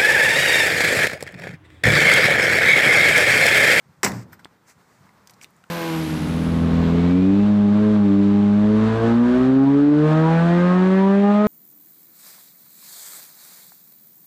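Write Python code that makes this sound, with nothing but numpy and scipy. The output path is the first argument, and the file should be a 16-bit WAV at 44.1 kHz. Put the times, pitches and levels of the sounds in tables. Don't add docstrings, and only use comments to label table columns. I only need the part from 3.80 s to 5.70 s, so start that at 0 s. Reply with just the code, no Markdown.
import sys
import numpy as np
from scipy import signal
from scipy.fft import rfft, irfft, next_fast_len
from scipy.io import wavfile
from scipy.ndimage import map_coordinates

SR = 44100
rng = np.random.default_rng(int(sys.argv[2]) if len(sys.argv) > 2 else 0)


def materialize(psi):
    bounded = np.clip(np.atleast_2d(psi).T, -1, 1)
    quanta = np.round(bounded * 32767).astype(np.int16)
    wavfile.write(sys.argv[1], SR, quanta)


N = 83790


def amp(db):
    return 10 ** (np.asarray(db) / 20)


def unit(x):
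    return x / np.sqrt(np.mean(x ** 2) + 1e-20)


def along(points, hz):
    f, v = np.transpose(points)
    return np.interp(np.log(hz + 1), np.log(f + 1), v)


def since(s):
    return np.maximum(np.arange(N) / SR - s, 0)


def envelope(s, attack, t60, hold=0):
    t = since(s)
    return (1 - np.exp(-t / attack)) * 1000. ** (-np.maximum(t - hold, 0) / t60)


def swell(s, rise, fall):
    t = np.arange(N) / SR - s
    return np.exp(-(t / np.where(t < 0, rise, fall)) ** 2)


def filtered(x, response):
    size = next_fast_len(N + SR // 4)
    return irfft(rfft(x, size) * response(np.fft.rfftfreq(size, 1 / SR)), size)[:N]


def noise(*spectra):
    size = next_fast_len(N)
    hz = np.fft.rfftfreq(size, 1 / SR)
    gain = amp(sum(along(curve, hz) for curve in spectra))
    return unit(irfft(gain * np.exp(2j * np.pi * rng.random(len(hz))), size)[:N])


def burst(shape, x):
    return unit(x) * np.sqrt(np.mean(shape ** 2))


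def ring(modes, s, attack):
    return sum(amp(db) * envelope(s, attack, t60) * np.sin(2 * np.pi * (hz * since(s) + rng.random()))
               for hz, db, t60 in modes)


def with_scatter(x, scatter_db=-12.5):
    tail = envelope(0, attack=0.0014, t60=0.073) * rng.standard_normal(N)
    return x + amp(scatter_db) * signal.fftconvolve(x, tail / np.linalg.norm(tail))[:N]


# f/Hz, relative level/dB
AMBIENT_SPECTRUM = [(25, -28), (60, -13), (120, -8), (190, -4), (300, -14), (500, -14), (650, -16.5),
                    (980, -12), (1400, -15.5), (2000, -20.5), (2900, -29.5), (4300, -29), (7500, -36),
                    (11800, -41.5), (14300, -33.5), (15500, -44)]
# t/s, level/dB
AMBIENT_TREND = [(0, -61.5), (.2, -60.5), (.6, -57.5), (.82, -62), (1.0, -59), (1.2, -57), (1.6, -56.5),
                 (1.9, -59.5)]
# t/s, level/dB, rise/s, fall/s
LOW_BUMPS = [(.097, -49.5, 0.039, 0.016), (0.188, -50.5, 0.015, 0.015), (.545, -55.5, 0.081, 0.018),
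             (0.979, -50.5, 0.017, 0.004), (1.201, -55, 0.014, 0.037)]
# f/Hz, relative level/dB
BUMP_SPECTRUM = [(50, -28), (100, -2.5), (135, 1), (190, -10.5), (300, -38), (1000, -68)]


def outdoors(waver_db=1.26, waver_per_s=22):
    t = since(0)
    waver = map_coordinates(rng.standard_normal(256), [t * waver_per_s])
    level_db = np.interp(t, *np.transpose(AMBIENT_TREND)) + waver_db * waver
    bumps = sum(amp(db) * swell(s, rise, fall) for s, db, rise, fall in LOW_BUMPS)
    return amp(level_db) * noise(AMBIENT_SPECTRUM) + bumps * noise(BUMP_SPECTRUM)


# t/s, level/dB, excitation T60/s, resonance f/Hz, quality factor Q
BROOM_CONTACTS = [(1.2913, -51, 0.015, 2020, 8.8), (1.4733, -36.5, 0.0025, 4400, 1.6),
                  (1.4758, -44, 0.0066, 5500, 2), (1.496, -48.5, 0.061, 5500, 2),
                  (1.497, -51, 0.025, 2240, 8.8), (1.508, -47.5, 0.018, 11000, 1.7),
                  (1.536, -51, 0.012, 4900, 2.6), (1.541, -52.5, 0.013, 4900, 2.3),
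                  (1.6128, -47, 0.024, 5850, 4), (1.6132, -39, 0.015, 2360, 8),
                  (1.6295, -40, 0.0033, 5500, 3.3), (1.6352, -37.5, .006, 5900, 4),
                  (1.6442, -32, 0.0067, 2780, 2.5), (1.648, -59, 0.028, 3450, 1.4),
                  (1.7052, -60, .02, 12000, 1.9), (1.765, -54.5, 0.0067, 8500, 3),
                  (1.839, -45, 0.015, 1450, 6.7), (1.84, -47, 0.0038, 2870, 5.4)]


def broom_ticks():
    out = np.zeros(N)
    for s, db, t60, hz, q in BROOM_CONTACTS:
        resonance = lambda f: 1j * f * hz / (q * (hz * hz - f * f) + 1j * f * hz)
        shape = envelope(s, attack=0.0001, t60=t60, hold=0.00031)
        out += amp(db) * burst(shape, filtered(shape * rng.standard_normal(N), resonance))
    return with_scatter(out)


# t/s, level/dB, rise/s, fall/s
BROOM_STROKES = [(0.898, -52.5, 0.023, 0.026), (1.632, -48, 0.013, 0.012)]
# t/s, level/dB
RUSTLE_TREND = [(0, -73.5), (.8, -76.5), (1.0, -70), (1.15, -66.5), (1.4, -75.5), (1.55, -71), (1.75, -70),
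                (1.9, -70)]
# f/Hz, relative level/dB
BROOM_SPECTRUM = [(300, -5), (1200, -1), (2100, 3), (3200, -12.5), (5000, -3), (7800, -1), (9500, -8.5),
                  (12000, -13.5), (15500, -11)]


def broom_swishes():
    strokes = sum(amp(db) * swell(s, rise, fall) for s, db, rise, fall in BROOM_STROKES)
    rustle = amp(np.interp(since(0), *np.transpose(RUSTLE_TREND)))
    return (strokes + rustle) * noise(BROOM_SPECTRUM)


# t/s, envelope peak level/dB, rise/s, f/Hz
KNOCK_PULSES = [(.647, -33, 0.00047, 3400), (.647, -30, 0.00018, 4200), (0.648, -38.5, 0.00025, 8000),
                (.647, -46, .00016, 13400), (0.6558, -32, 0.00038, 1700), (0.6553, -30.5, 0.00034, 790),
                (0.6552, -37.5, 0.0011, 324)]


def knock():
    out = np.zeros(N)
    for s, db, rise, hz in KNOCK_PULSES:
        age = since(s) / rise
        out += amp(db) * age * np.exp(1 - age) * np.sin(2 * np.pi * hz * since(s))
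    return with_scatter(out)


UPPER_HZ, TOP_HZ = 10100, 13500
# t/s, level/dB, attack/s, T60/s, top shelf/dB
WHEEL_RATTLES = [(0.5209, -50.5, 0.0012, .07, 3), (0.527, -40.5, 0.0019, 0.053, 8),
                 (0.538, -51, 0.00083, 0.069, 1), (0.592, -48.5, 0.00056, 0.069, -5)]
# f/Hz, relative level/dB
RATTLE_SPECTRUM = [(200, -7), (900, 1), (1500, 7), (2150, -1.5), (2600, -14.5), (3900, -15), (5000, -8.5),
                   (7000, -16), (8200, -10.5), (11500, -26), (13500, -6), (15500, -30)]


def wheel_rattles():
    out = np.zeros(N)
    for s, db, attack, t60, top_db in WHEEL_RATTLES:
        shelf = [(UPPER_HZ, 0), (TOP_HZ, top_db)]
        out += amp(db) * envelope(s, attack, t60, hold=0.0038) * noise(RATTLE_SPECTRUM, shelf)
    return out


# t/s, level/dB
LEAK_ONSET = (0.331, -43.5)
# f/Hz, relative level/dB
LEAK_SPECTRUM = [(400, -2), (2000, 5.5), (3300, -11), (4300, -7.5), (4800, 1), (6600, -5), (8000, -1.5),
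                 (9500, -18.5), (12000, -17.5), (13800, -7), (15500, -34)]


def air_leak(seal_s=0.432, sag_db_per_s=101):
    s, db = LEAK_ONSET
    gate = envelope(s, attack=0.0031, t60=0.062, hold=seal_s - s)
    return amp(db - sag_db_per_s * since(s)) * gate * noise(LEAK_SPECTRUM)


# f/Hz, relative level/dB
YARD_SPECTRUM = [(40, -32.5), (90, -3.5), (200, -1), (500, -4), (900, -3), (1500, -6.5), (2100, -9.5),
                 (3200, -22), (5000, -10), (7600, -13.5), (9500, -20), (12000, -25.5), (14000, -21.5),
                 (15500, -31)]
# f/Hz, T60/s
YARD_T60 = [(150, 0.87), (500, .42), (1200, .35), (3000, 0.28), (7000, .2), (14000, .21)]


def yard_echo(onset_s=0.241, attack_s=0.0031, level_db=-22):
    hz, t, spectrogram = signal.stft(noise(YARD_SPECTRUM), SR, nperseg=256)
    decay = amp(-60 * np.maximum(t - onset_s, 0) / along(YARD_T60, hz)[:, None])
    tail = signal.istft(spectrogram * decay, SR)[1][:N]
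    build_up = 1 - np.exp(-since(onset_s) / attack_s)
    return amp(level_db) * build_up * tail


# f/Hz, relative level/dB, T60/s
CARCASS_MODES = [(154, -5.5, .18), (196, -3, .26), (234, -13, .15), (268, -10, .22), (310, -18, .15)]
# t/s, gain/dB
CARCASS_THUMPS = [(.232, -29.5), (.249, -25), (0.273, -25), (.296, -23.5), (.356, -25)]
# t/s, level/dB, hold/s
TYRE_BOOMS = [(0.246, -42.5, .025), (0.319, -29.5, .082)]


def rubber(boom_hz=117.5):
    thumps = sum(amp(db) * ring(CARCASS_MODES, s, attack=0.0011) for s, db in CARCASS_THUMPS)
    booms = np.zeros(N)
    for s, db, hold in TYRE_BOOMS:
        shape = envelope(s, attack=0.0037, t60=0.18, hold=hold)
        booms += amp(db) * shape * np.sin(2 * np.pi * boom_hz * since(s))
    return thumps + booms


# f/Hz, relative level/dB, T60/s
RIM_MODES = [(394, -17, .17), (514, -29, .24), (736, -24, .2), (802, -26, .24), (1043, -26.5, .19),
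             (1500, -29, .13), (1842, -24, .14), (1992, -25, .19), (2061, -25.5, .17), (2564, -27.5, .1),
             (5045, -31, .14), (5539, -28, .13), (5846, -21.5, .11), (6560, -29, .13), (7620, -23.5, .11)]


def steel_rim(strike_s=0.232, gain_db=-2):
    return amp(gain_db) * ring(RIM_MODES, strike_s, attack=0.004)


BASS_HZ, MID_HZ, TREBLE_HZ = 900, 2100, 4900
# t/s, level/dB, T60/s, then bass/dB, treble/dB, top/dB relative to MID_HZ
BEAD_CRACKS = [(0.2313, -14, 0.02, -11, -0.5, 2.5), (0.2351, -17, .018, 7.5, -9.5, 0.5),
               (0.242, -16.5, 0.022, -8, 6, -1), (0.2468, -15, 0.04, -6.5, 2, 4.5),
               (0.2634, -17.5, 0.036, 2, -16, -7.5), (0.2717, -27, 0.078, -1.5, -2.5, 7),
               (0.3183, -34.5, 0.023, -13, -2.5, 2)]
# f/Hz, relative level/dB
CRACK_SPECTRUM = [(60, -33.5), (170, -10), (400, 0), (560, -12.5), (780, -2), (1030, 2.5), (1300, -3),
                  (2100, 1), (2800, -5), (3300, -13), (4500, -9.5), (5800, -1), (6600, -9.5), (7750, 2),
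                  (8500, -18.5), (11000, -14), (12000, -24.5), (13800, -14.5), (15500, -24)]


def bead_cracks():
    out = np.zeros(N)
    for s, db, t60, bass_db, treble_db, top_db in BEAD_CRACKS:
        tone = [(BASS_HZ, bass_db), (MID_HZ, 0), (TREBLE_HZ, treble_db),
                (UPPER_HZ, treble_db), (TOP_HZ, top_db)]
        shape = envelope(s, attack=0.00023, t60=t60, hold=0.0016)
        out += amp(db) * burst(shape, shape * noise(CRACK_SPECTRUM, tone))
    return out


def scene():
    bang = steel_rim() + bead_cracks() + rubber() + yard_echo()
    aftermath = air_leak() + wheel_rattles() + knock() + broom_ticks() + broom_swishes()
    return (bang + aftermath + outdoors())[None]


def record(dry, low_cut_hz=70, high_cut_hz=15300):
    high_pass = signal.butter(2, low_cut_hz, "highpass", fs=SR, output="sos")
    thin = signal.sosfilt(high_pass, dry[0])
    return filtered(thin, lambda hz: 1 / np.sqrt(1 + (hz / high_cut_hz) ** 300))[None]


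dry = scene()
out = record(dry)
materialize(out)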